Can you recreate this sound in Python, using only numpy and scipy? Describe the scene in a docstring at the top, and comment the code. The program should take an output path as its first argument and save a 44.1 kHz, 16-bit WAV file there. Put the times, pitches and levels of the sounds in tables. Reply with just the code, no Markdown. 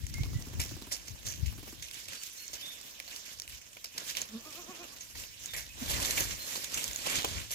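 """A herd of goats walks along a dry dirt track: filtered grains and noise shuffle, hooves crunch and thud.
Legs brush through grass and leaves as swells of grit noise; dry stalks snap as short ringing bursts.
One goat passes close by with a soft, quavering bleat, harmonics shaped by nose and throat.
Gliding sine tones make birds whistle from the trees, and soft puffs patter in two early runs.
Low noise and single thumps rumble on the two-port microphone: light wind early, later probably handling."""
import sys
import numpy as np
from scipy import signal
from scipy.fft import rfft, irfft, next_fast_len
from scipy.io import wavfile
from scipy.ndimage import uniform_filter1d

SR = 44100
rng = np.random.default_rng(int(sys.argv[2]) if len(sys.argv) > 2 else 0)


def waveform_to_disk(signal):
    """Save audio, clipped to [-1, 1], as 16-bit WAV at the path in sys.argv[1]."""
    frames = np.transpose(np.atleast_2d(signal))
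    scaled = np.clip(frames, -1, 1) * 32767
    samples = np.round(scaled).astype(np.int16)
    wavfile.write(sys.argv[1], SR, samples)


N = 332514
TIME = np.arange(N) / SR
HERD_LAG_S = -.00046   # the left port hears the herd earlier

# colour of grit crunching close by: (frequency [Hz], level per frequency [dB])
GRIT = [(710, -20), (1200, -9), (2060, -1), (2980, -0.5), (4360, -2), (4800, -2.5), (6510, -0.5), (7330, 0),
        (8170, -4.5), (9110, -8.5), (9930, -4), (10800, -7), (11900, -4), (15200, -8.5), (16000, -49)]


def from_db(db):
    """Decibels to gain."""
    return 10 ** (np.asarray(db) / 20)


def rms_one(x):
    """Scale to rms 1."""
    return x / np.sqrt(np.mean(x ** 2) + 1e-20)


def evened(x, window_s):
    """Keep the fine grain of a sound but hold its level at 1."""
    power = uniform_filter1d(np.mean(x ** 2, axis=0), max(int(window_s * SR), 8))
    return x / np.sqrt(np.abs(power) + 1e-12)


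def in_time(rows):
    """Each column of a curve at every sample."""
    s, *columns = np.transpose(rows)
    return [np.interp(TIME, s, column) for column in columns]


def swell(s, half_s, fade):
    """A smooth rise to 1 at time s and a fall that lasts fade times as long."""
    age = (TIME - s) / half_s
    return np.exp(-np.minimum(np.where(age < 0, age, age / fade) ** 2, 60))


def drift(rate):
    """Slow chance with spread 1, turning at the given number of knots per second."""
    knots = rng.standard_normal(4096)
    return rms_one(np.interp(TIME * rate, np.arange(len(knots)), knots))


def at_bins(points):
    """A table over frequency at every bin of a padded transform."""
    hz, value = np.transpose(points)
    size = next_fast_len(N // 2 + 4096) * 2
    bins_hz = np.linspace(1, SR / 2, size // 2 + 1)
    return np.interp(np.log(bins_hz), np.log(hz), value)


def coloured(x, spectrum):
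    """Causal (minimum-phase) filter with the given (Hz, dB) response."""
    cepstrum = irfft(np.log(from_db(at_bins(spectrum))))
    size = len(cepstrum)
    # folding the cepstrum onto its first half makes the response causal
    cepstrum[1:size // 2] *= 2
    cepstrum[size // 2 + 1:] = 0
    return irfft(rfft(x, size) * np.exp(rfft(cepstrum)))[..., :N]


def resonance(x, hz, width_hz):
    """Two-pole resonance with gain 1 on top."""
    r = np.exp(-np.pi * width_hz / SR)
    zeros = np.array([1, 0, -1]) * (1 - r * r) / 2
    poles = [1, -2 * r * np.cos(2 * np.pi * hz / SR), r * r]
    return signal.lfilter(zeros, poles, x + 1e-18)


def placed(x, lag_s):
    """A source off to one side reaches the left port later (earlier if the lag is negative)."""
    return np.array([np.roll(x, int(round(lag_s * SR))), x])


def diffuse(alike, lag_s):
    """Stereo noise, of which a share comes from one direction."""
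    alike = np.clip(alike, 0, 1)
    directed = placed(rng.standard_normal(N), lag_s)
    return np.sqrt(alike) * directed + np.sqrt(1 - alike) * rng.standard_normal((2, N))


def scattered(x, scatter_db, decay_s):
    """Open air: only a faint, brief scatter from grass and bodies."""
    age = TIME[:4096]
    scatter = rng.standard_normal((2, len(age))) * np.exp(-age / decay_s)
    scatter = scatter / np.linalg.norm(scatter[0])
    return x + from_db(scatter_db) * signal.fftconvolve(x, scatter, axes=1)[:, :N]


def microphone_rumble():
    """Lumpy low noise at each port that swells and passes, with single low thumps on the ports."""
    # floor of the rumble: (time [s], level [dB])
    floor = [(0.0, -46), (0.57, -47), (0.92, -55), (1.19, -59.5), (1.43, -48), (2.14, -70.5), (4.05, -67.5),
             (4.2, -64), (4.77, -69), (6.17, -50.5), (6.38, -63), (7.54, -56)]
    # swells of low rumble, wind gusts early, from 5.9 s probably handling of the microphone:
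    # (time [s], level [dB], half length [s])
    swells = [(0.228, -36.5, 0.077), (0.35, -38.5, 0.047), (.73, -44, .04), (0.587, -36.5, 0.037),
              (1.123, -46, 0.024), (1.274, -43, 0.018), (1.465, -42.5, 0.095), (1.817, -53.5, .03),
              (2.093, -57.5, .03), (2.53, -61, .04), (3.384, -59, 0.027), (3.525, -56.5, 0.05),
              (5.186, -53, .04), (5.57, -51, 0.032), (5.958, -41.5, .09), (6.264, -44, 0.085),
              (6.768, -52, 0.022), (6.896, -50, .025), (7.176, -45.5, 0.023), (7.355, -41.5, 0.055)]
    # which port rumbles harder: (time [s], left minus right [dB])
    rumble_side = [(.2, 0), (.7, 2.5), (1.3, 7.5), (1.8, 3.5), (5.9, 3.5), (7.3, 3)]
    # colour of the rumble: (frequency [Hz], level per frequency [dB])
    rumble_colour = [(18, -46), (32, -11.5), (48, -1), (70, -2), (120, -5.5), (170, -12.5), (300, -19.5),
                     (600, -41), (1500, -47.5)]
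    # buffets and soft bumps: (time [s], height [dB], pitch [Hz], width [s], left minus right [dB])
    buffets = [(0.041, -31.5, 80, 0.0093, 11), (0.211, -21.5, 98, 0.0058, -10),
               (0.363, -28, 114, 0.0084, -15), (.59, -31, 79, 0.017, 11), (1.434, -26.5, 92, 0.0053, 17),
               (1.48, -35.5, 73, 0.018, 18), (4.695, -41, 233, 0.0054, 0), (5.826, -33, 247.5, 0.0093, 0)]
    floor_db, = in_time(floor)
    side_db, = in_time(rumble_side)
    power = from_db(floor_db) ** 2
    for s, swell_db, half_s in swells:
        power = power + from_db(swell_db) ** 2 * swell(s, half_s, 0.89)
    rumble = evened(coloured(rng.standard_normal((2, N)), rumble_colour), window_s=0.05)
    out = np.sqrt(power) * rumble * from_db([side_db / 2, -side_db / 2])
    for s, peak_db, hz, width, pan_db in buffets:
        age = TIME - s + np.array([[0], [.0004]])   # a thump reaches the right port just before the left
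        thump = np.exp(-(age / width) ** 2) * np.sin(-2 * np.pi * hz * age)
        out = out + from_db(peak_db + pan_db * np.array([[.5], [-.5]])) * thump
    return out


def birds(echo_db, echo_s, waver):
    """Nearly pure whistles that glide and warble, smeared by echoes from the trees."""
    # whistles: (start [s], length [s], first pitch [Hz], last pitch [Hz], level before the fade [dB],
    #            warble [share of pitch])
    whistles = [(.14, 0.13, 2130, 2240, -44.5, 0.024), (0.337, .08, 1990, 1970, -54, 0.024),
                (2.163, .085, 4600, 4460, -50.5, .006), (2.375, 0.13, 4280, 4250, -50, 0.0067),
                (2.575, 0.068, 2980, 3230, -46, 0.0065), (2.621, .13, 3600, 3520, -40, .04),
                (5.48, .09, 3790, 3235, -44, 0.028), (5.684, .045, 2580, 2520, -53, .012),
                (6.393, .075, 4190, 4240, -41.5, 0.0034)]
    attack_s, release_s, warbles_per_s = 0.0094, 0.021, 24
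    fade_db_per_s = 80   # a note starts strong and dies away
    song = np.zeros(N)
    unsteady = 1 + waver * drift(200)
    for s, length, first_hz, last_hz, level_db, warble in whistles:
        on = (TIME > s) & (TIME < s + length)
        age = TIME[on] - s
        glide_hz = np.interp(age, [0, length], [first_hz, last_hz])
        hz = glide_hz * (1 + warble * np.cos(2 * np.pi * warbles_per_s * age)) * unsteady[on]
        shape = np.minimum(age / attack_s, 1) * np.minimum((length - age) / release_s, 1)
        tone = np.sin(2 * np.pi * np.cumsum(hz) / SR)
        song[on] += from_db(level_db - fade_db_per_s * age) * shape * tone
    age = TIME[:SR // 2]
    trees = rng.standard_normal((2, len(age))) * np.exp(-age / echo_s)
    echoes = signal.fftconvolve(song[None], trees / np.linalg.norm(trees[0]), axes=1)[:, :N]
    return placed(song, HERD_LAG_S) + from_db(echo_db) * echoes


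def patter(decay_s):
    """Soft contacts in runs that speed up, each a short dull puff of decaying noise."""
    # quick runs of dull knocks: (first [s], last [s], first gap [s], level before colouring [dB])
    runs = [(.182, .9, .076, -26), (1.525, 1.75, .053, -26)]
    # colour of one knock: (frequency [Hz], level per frequency [dB])
    knock = [(100, -31), (220, 2.5), (330, 3), (480, -11.5), (700, -15), (1050, -11.5), (1600, -19.5),
             (3000, -22.5)]
    hurry = 0.96   # each gap is this share of the one before
    out, age = np.zeros(N), TIME[:2048]
    for first, last, gap, level_db in runs:
        times = first + np.append(0, np.cumsum(gap * hurry ** np.arange(16)))
        for s in times[times < last]:
            at = int(s * SR)
            puff = rng.standard_normal(len(age)) * np.exp(-age / decay_s)
            out[at:at + len(age)] += from_db(level_db) * puff
    return placed(coloured(out, knock), 0)


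def bleat(jitter, breath_db):
    """The call starts as a hum through the nose, then the mouth opens and the voice shakes."""
    # course of the bleat at the crests of its quaver:
    # (time [s], pitch [Hz], level [dB], mouth opening [0-1])
    course = [(4.29, 278, -46, 0), (4.355, 221.3, -37.5, 0.03), (4.405, 263.3, -47, 0),
              (4.46, 304, -52.5, 1), (4.59, 356, -49, 0.86), (4.705, 378, -49.5, 0.85), (4.82, 360, -50, 1),
              (4.93, 280, -59, 0.7), (4.98, 282.5, -66, 0.48)]
    # the goat's open throat: (resonance [Hz], width [Hz], level [dB])
    throat_resonances = [(355, 170, -2), (680, 400, -0.5), (1157, 205, 7.5), (2460, 210, 5.5)]
    crest_s, period_s = 4.59, .115   # one crest of the shaking voice, and the time to the next
    sag, dip_db = .18, 15   # between crests the pitch sags by this share and the level dips
    hz, level_db, mouth = in_time(course)
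    slack = np.sin(np.pi * (TIME - crest_s) / period_s) ** 2
    hz = hz * (1 - sag * slack)
    level_db = level_db - dip_db * slack
    phase = 2 * np.pi * np.cumsum(hz * (1 + jitter * drift(260))) / SR
    folds = sum(np.cos(k * phase) / k ** 0.7 for k in np.arange(1, 13))
    # breath noise pulses with the vocal folds
    folds = folds + from_db(breath_db) * rng.standard_normal(N) * (1 + np.cos(phase))
    # each resonance acts twice: steep sides leave dark valleys between them
    throat = rms_one(sum(from_db(db) * resonance(resonance(folds, f, width), f, width)
                         for f, width, db in throat_resonances))
    nose = rms_one(np.sin(phase) + from_db(-15) * np.sin(2 * phase) + from_db(-25.0) * throat)
    mouth = np.clip(mouth, 0, 1)
    sounding = (TIME > course[0][0]) & (TIME < course[-1][0])
    voice = mouth * throat + (1 - mouth) * nose
    return placed(sounding * from_db(level_db) * voice, -0.00019)


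def snaps(crack_s, tail_s, tail_db, ring_db, width_hz):
    """A stalk breaks with a broad crack, rings for a moment at its own pitch and scatters crumbs."""
    # dry stalks and pebbles snapping: (time [s], peak before colouring [dB], pitch [Hz])
    breaks = [(0.067, -30.5, 7000), (0.1408, -31, 6200), (0.2342, -32, 2600), (0.4234, -31, 5700),
              (0.597, -26, 2500), (0.823, -34.5, 4000), (1.268, -29, 6310), (1.2837, -30, 6310),
              (1.3236, -34, 6750), (1.824, -31, 6200), (1.9121, -31, 3600), (1.9435, -29, 6090),
              (2.1328, -33, 2800), (2.236, -24.5, 7550), (2.48, -30, 6440), (2.813, -34, 7540),
              (3.001, -25.5, 2160), (3.162, -29, 4900), (3.399, -24, 5800), (3.42, -26, 5100),
              (3.478, -32, 2600), (3.982, -31, 5900), (4.152, -27, 2720), (4.1698, -21.5, 5130),
              (4.217, -22, 6540), (4.9856, -37, 2590), (5.459, -24.5, 6560), (6.0581, -26, 6200),
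              (6.176, -31, 6680), (6.2068, -18.5, 6450), (6.6436, -25.5, 6600), (6.7434, -21, 6330),
              (6.8414, -21, 6540), (6.912, -26.5, 7200), (6.9322, -24, 6900), (6.9603, -19, 6540),
              (7.2473, -15.5, 3250)]
    out, age = np.zeros(N), TIME[:2048]
    for s, peak_db, hz in breaks:
        envelope = np.exp(-age / crack_s) + from_db(tail_db) * np.exp(-age / tail_s)
        burst = rng.standard_normal(len(age)) * envelope
        snap = burst + from_db(ring_db) * resonance(burst, hz, width_hz)
        at = int(s * SR)
        out[at:at + len(age)] += (from_db(peak_db) * snap / np.abs(snap).max())[:N - at]
    out = coloured(out, [(300, -23), (1200, -8.0), (2200, -5.5), (7000, -3.0), (9000, -7), (16000, -11)])
    return from_db(8) * placed(out, HERD_LAG_S)


def grains(per_s, spread_db):
    """Random clicks, most small and a few large."""
    sizes_db = spread_db * np.minimum(rng.exponential(1, N), 4)
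    sizes = from_db(sizes_db) * rng.choice([-1, 1], N)
    return sizes * (rng.random(N) < per_s / SR)


def crunch(per_s, spread_db, hiss_db, crackle_db, patchy_db):
    """Grit breaking: grains in separate bands over a hiss of finer dust, the colour always shifting."""
    edges_hz, out = np.geomspace(1000, 17000, num=11), 0
    dust = [diffuse(0.056, HERD_LAG_S) for _ in range(2)]
    for k, (low, high) in enumerate(zip(edges_hz, edges_hz[1:])):
        cracks = placed(rms_one(grains(per_s, spread_db)), HERD_LAG_S + rng.normal(0, .00003))
        band_pass = signal.butter(2, [low, high], "band", fs=SR, output="sos")
        band = signal.sosfilt(band_pass, cracks + from_db(hiss_db) * dust[k % 2])
        out = out + band * from_db(patchy_db * drift(45))
    # a crumb gives way all at once, and its fragments settle over a few milliseconds
    settling = np.exp(-1 / (.004 * SR))
    collapses = signal.lfilter([1], [1, -settling], grains(110, 3) ** 2 + 1e-18)
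    return rms_one(out * np.sqrt(1 + from_db(crackle_db) ** 2 * collapses / collapses.mean()))


def soil():
    """Dull, lumpy noise of hooves pushing earth and crushing clods."""
    # colour of trodden earth: (frequency [Hz], level per frequency [dB])
    earth_colour = [(90, -8.5), (170, -2.5), (260, 1), (400, -4), (580, 0.5), (800, -4.5), (1050, -2.5),
                    (1350, -8), (1800, -8), (3000, -70)]
    clods = placed(rms_one(grains(per_s=160, spread_db=2.5)), HERD_LAG_S)
    earth = clods + from_db(0.5) * diffuse(0.19, HERD_LAG_S)
    return evened(coloured(earth, earth_colour), window_s=0.14)


def footwork():
    """Powers of grit and soil, and the crispness: the steady shuffle plus every brushing leg."""
    # steady shuffle of the whole herd, louder as animals come close:
    # (time [s], grit level [dB], dull scuffing of soil [dB])
    herd = [(0.0, -53, -71), (0.44, -51.5, -58), (1.7, -52.5, -64), (2.29, -50.5, -67.5),
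            (2.67, -49.5, -61), (3.84, -54.5, -68), (4.09, -50, -66), (4.37, -51, -58.5), (4.64, -52, -58),
            (5.23, -51, -68.5), (5.84, -52, -65), (5.98, -45, -46), (6.07, -39, -53.5),
            (6.51, -45.5, -57.5), (7.05, -42, -54), (7.2, -51, -47), (7.39, -45, -63), (7.54, -52, -72)]
    # a leg brushes through grass and loose grit:
    # (time [s], grit level [dB], half length [s], soil level [dB], crispness [dB])
    brushes = [(0.153, -50.5, 0.05, -78, -7), (0.702, -50, 0.041, -63, 1), (1.686, -52, 0.023, -60, 8),
               (1.974, -45.5, 0.05, -62, -2), (2.135, -42.5, 0.031, -57.5, -18),
               (2.25, -47.5, 0.038, -73, 6.5), (2.404, -53.5, 0.047, -76, 11.5),
               (2.643, -50.5, 0.075, -63, 3), (2.876, -50.5, 0.023, -63, -1),
               (3.156, -47.5, 0.051, -61.5, 0.5), (3.297, -45.5, 0.043, -64.5, -7),
               (3.53, -46.5, 0.031, -73, -1), (4.002, -42.5, 0.033, -52, -12),
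               (4.092, -40.5, 0.028, -58, 0.5), (4.195, -39.5, 0.031, -51, -6), (4.549, -48, 0.054, -73, 1),
               (4.795, -51, 0.12, -56.5, -6), (5.209, -45.5, 0.034, -56.5, 3.5),
               (5.454, -46.5, 0.043, -61, -2), (5.825, -42.5, 0.036, -50.5, 0),
               (5.937, -35, 0.057, -46, -2), (6.047, -33.5, 0.053, -43, -4), (6.19, -31.5, 0.037, -41, 0.5),
               (6.309, -38, 0.024, -52, -12), (6.528, -40, 0.068, -50, 1.5), (6.642, -43, 0.011, -59, 8),
               (6.768, -35.5, 0.038, -49.5, -7), (6.844, -37.5, 0.032, -51, -2),
               (7.122, -30.5, 0.056, -43.5, -21), (7.336, -40, 0.068, -50, -18)]
    brush_fade = 1.16   # a brush takes this much longer to fade than to swell
    grit_db, soil_db = in_time(herd)
    grit, earth = from_db(grit_db) ** 2, from_db(soil_db) ** 2
    crisp = grit * from_db(-0.5)   # the steady shuffle is a little dull in the top octave
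    for s, brush_db, half_s, scuff_db, crisp_db in brushes:
        shape = swell(s, half_s, brush_fade)
        power = shape * from_db(brush_db) ** 2
        grit = grit + power
        earth = earth + shape * from_db(scuff_db) ** 2
        crisp = crisp + power * from_db(crisp_db)
    return grit, earth, crisp / grit


def shuffling():
    """Many feet at once: quiet stretches are the far herd, loud ones the animals close by."""
    # colour of grit at a distance: (frequency [Hz], level per frequency [dB])
    far_grit = [(710, -5.5), (1200, -12.5), (1510, -6.5), (2620, 0), (3550, 0), (4410, -1.5), (5410, 1),
                (6160, 1), (7330, -2), (9310, -9), (11600, -4.5), (15200, -7.5), (16000, -28)]
    grit_power, soil_power, crispness = footwork()
    near = np.clip((10 * np.log10(grit_power) + 48) / 12, 0, 1)
    close = crunch(per_s=700, spread_db=1.0, hiss_db=3.5, crackle_db=-2.5, patchy_db=2.0)
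    close = evened(coloured(close, GRIT), window_s=0.16)
    far = crunch(per_s=400, spread_db=4.0, hiss_db=8.5, crackle_db=-4.5, patchy_db=2.5)
    far = evened(coloured(far, far_grit), window_s=0.072)
    grit = np.sqrt(grit_power) * (np.sqrt(near) * close + np.sqrt(1 - near) * far)
    top = signal.sosfilt(signal.butter(1, 9000, "high", fs=SR, output="sos"), grit)
    return grit + (crispness - 1) * top + np.sqrt(soil_power) * soil()


def hoof_falls():
    """A hoof presses in with a short thud, and the grit under it goes on crumbling at a pitch of its own."""
    # single hoof falls: (time [s], crunch level [dB], rise [s], decay [s], thud level [dB],
    #                     strongest pitch [Hz])
    steps = [(0.236, -42.5, .003, 0.0085, -44.5, 4200), (0.601, -31.5, 0.0019, 0.035, -50, 5400),
             (.925, -31.5, 0.01, 0.026, -47.5, 5420), (1.084, -41.5, 0.0087, 0.013, -72, 6200),
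             (1.28, -36.5, 0.024, 0.053, -55.5, 6040), (1.464, -43.5, 0.0074, 0.035, -74, 2780),
             (1.826, -41, 0.0027, 0.039, -67, 6000), (2.084, -41, 0.0024, 0.016, -55, 2600),
             (2.534, -36.5, 0.0023, 0.021, -50, 5770), (3.001, -43, 0.00081, 0.0056, -49, 2200),
             (3.079, -42, .001, 0.012, -53.5, 4300), (3.128, -46, 0.019, 0.017, -66, 2800),
             (3.769, -44, 0.0019, 0.0079, -52.5, 2560), (3.843, -36, 0.0014, 0.015, -53, 5370),
             (3.983, -31, 0.0048, 0.0025, -46.5, 5900), (4.101, -38.5, 0.0081, 0.021, -62, 4770),
             (4.171, -32, .003, 0.014, -55, 3130), (5.008, -42, .003, 0.022, -70, 6230),
             (5.156, -46, 0.0055, 0.012, -54, 1490), (5.24, -46, 0.0058, 0.0064, -69, 2800),
             (5.535, -36.5, .001, 0.047, -50.5, 1980), (5.578, -40.5, .012, 0.036, -58, 5640),
             (5.916, -32.5, 0.027, 0.0092, -44, 3240), (6.11, -28, 0.0046, 0.0039, -62, 6440),
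             (6.178, -27, .003, 0.0096, -40, 2120), (6.557, -34, 0.0034, 0.008, -43, 4450),
             (7.072, -32.5, 0.0096, 0.0055, -34.5, 5170), (7.17, -35, 0.0091, 0.1, -60, 3430),
             (7.246, -34, 0.00068, 0.0086, -28.5, 2850), (7.509, -35, 0.0022, 0.16, -53.5, 6200)]
    out = np.zeros((2, N))
    earth = evened(resonance(soil(), 620, 500), window_s=.008)
    grit = coloured(crunch(per_s=500, spread_db=3.5, hiss_db=-2, crackle_db=3, patchy_db=2.5), GRIT)
    for s, crunch_db, rise, decay, thud_db, hz in steps:
        span = slice(max(int((s - .1) * SR), 0), int((s + .4) * SR))
        age = TIME[span] - s
        shape = np.exp(-np.where(age < 0, (age / rise) ** 2, age / decay))
        crumbs = grit[:, span] + from_db(5.0) * resonance(grit[:, span], hz, 680)
        crumbs = evened(crumbs, window_s=0.012)
        out[:, span] += shape * (from_db(crunch_db) * crumbs + from_db(thud_db) * earth[:, span])
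    return out


def scene():
    """Feet, voice, birds and low rumble at the two ports."""
    # between the two microphone ports: (frequency [Hz], left minus right [dB])
    ports = [(60, 7), (110, 2.5), (200, -2), (380, -2), (700, 0.5), (1290, -3.5), (2380, -4.5), (4400, -6),
             (8120, -7.5), (11000, -1), (15000, 4)]
    stalks = snaps(crack_s=.0011, tail_s=.006, tail_db=-18, ring_db=10, width_hz=700)
    feet = scattered(shuffling() + hoof_falls() + stalks, scatter_db=-19, decay_s=.014)
    voice = bleat(jitter=.018, breath_db=-8)
    song = birds(echo_db=-4, echo_s=.08, waver=.006)
    left, right = feet + patter(decay_s=0.0086) + voice + song + microphone_rumble()
    # each port takes half of the difference
    left = coloured(left, [(hz, db / 2) for hz, db in ports])
    right = coloured(right, [(hz, -db / 2) for hz, db in ports])
    return np.array([left, right])


def record(dry):
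    """The deepest rumble is rolled off and the top is cut steeply."""
    cutoff_hz = 16200
    dry = signal.sosfilt(signal.butter(2, 32, "high", fs=SR, output="sos"), dry)
    return signal.sosfilt(signal.ellip(10, .1, 80, cutoff_hz, fs=SR, output="sos"), dry)


dry = scene()
out = record(dry)
waveform_to_disk(out)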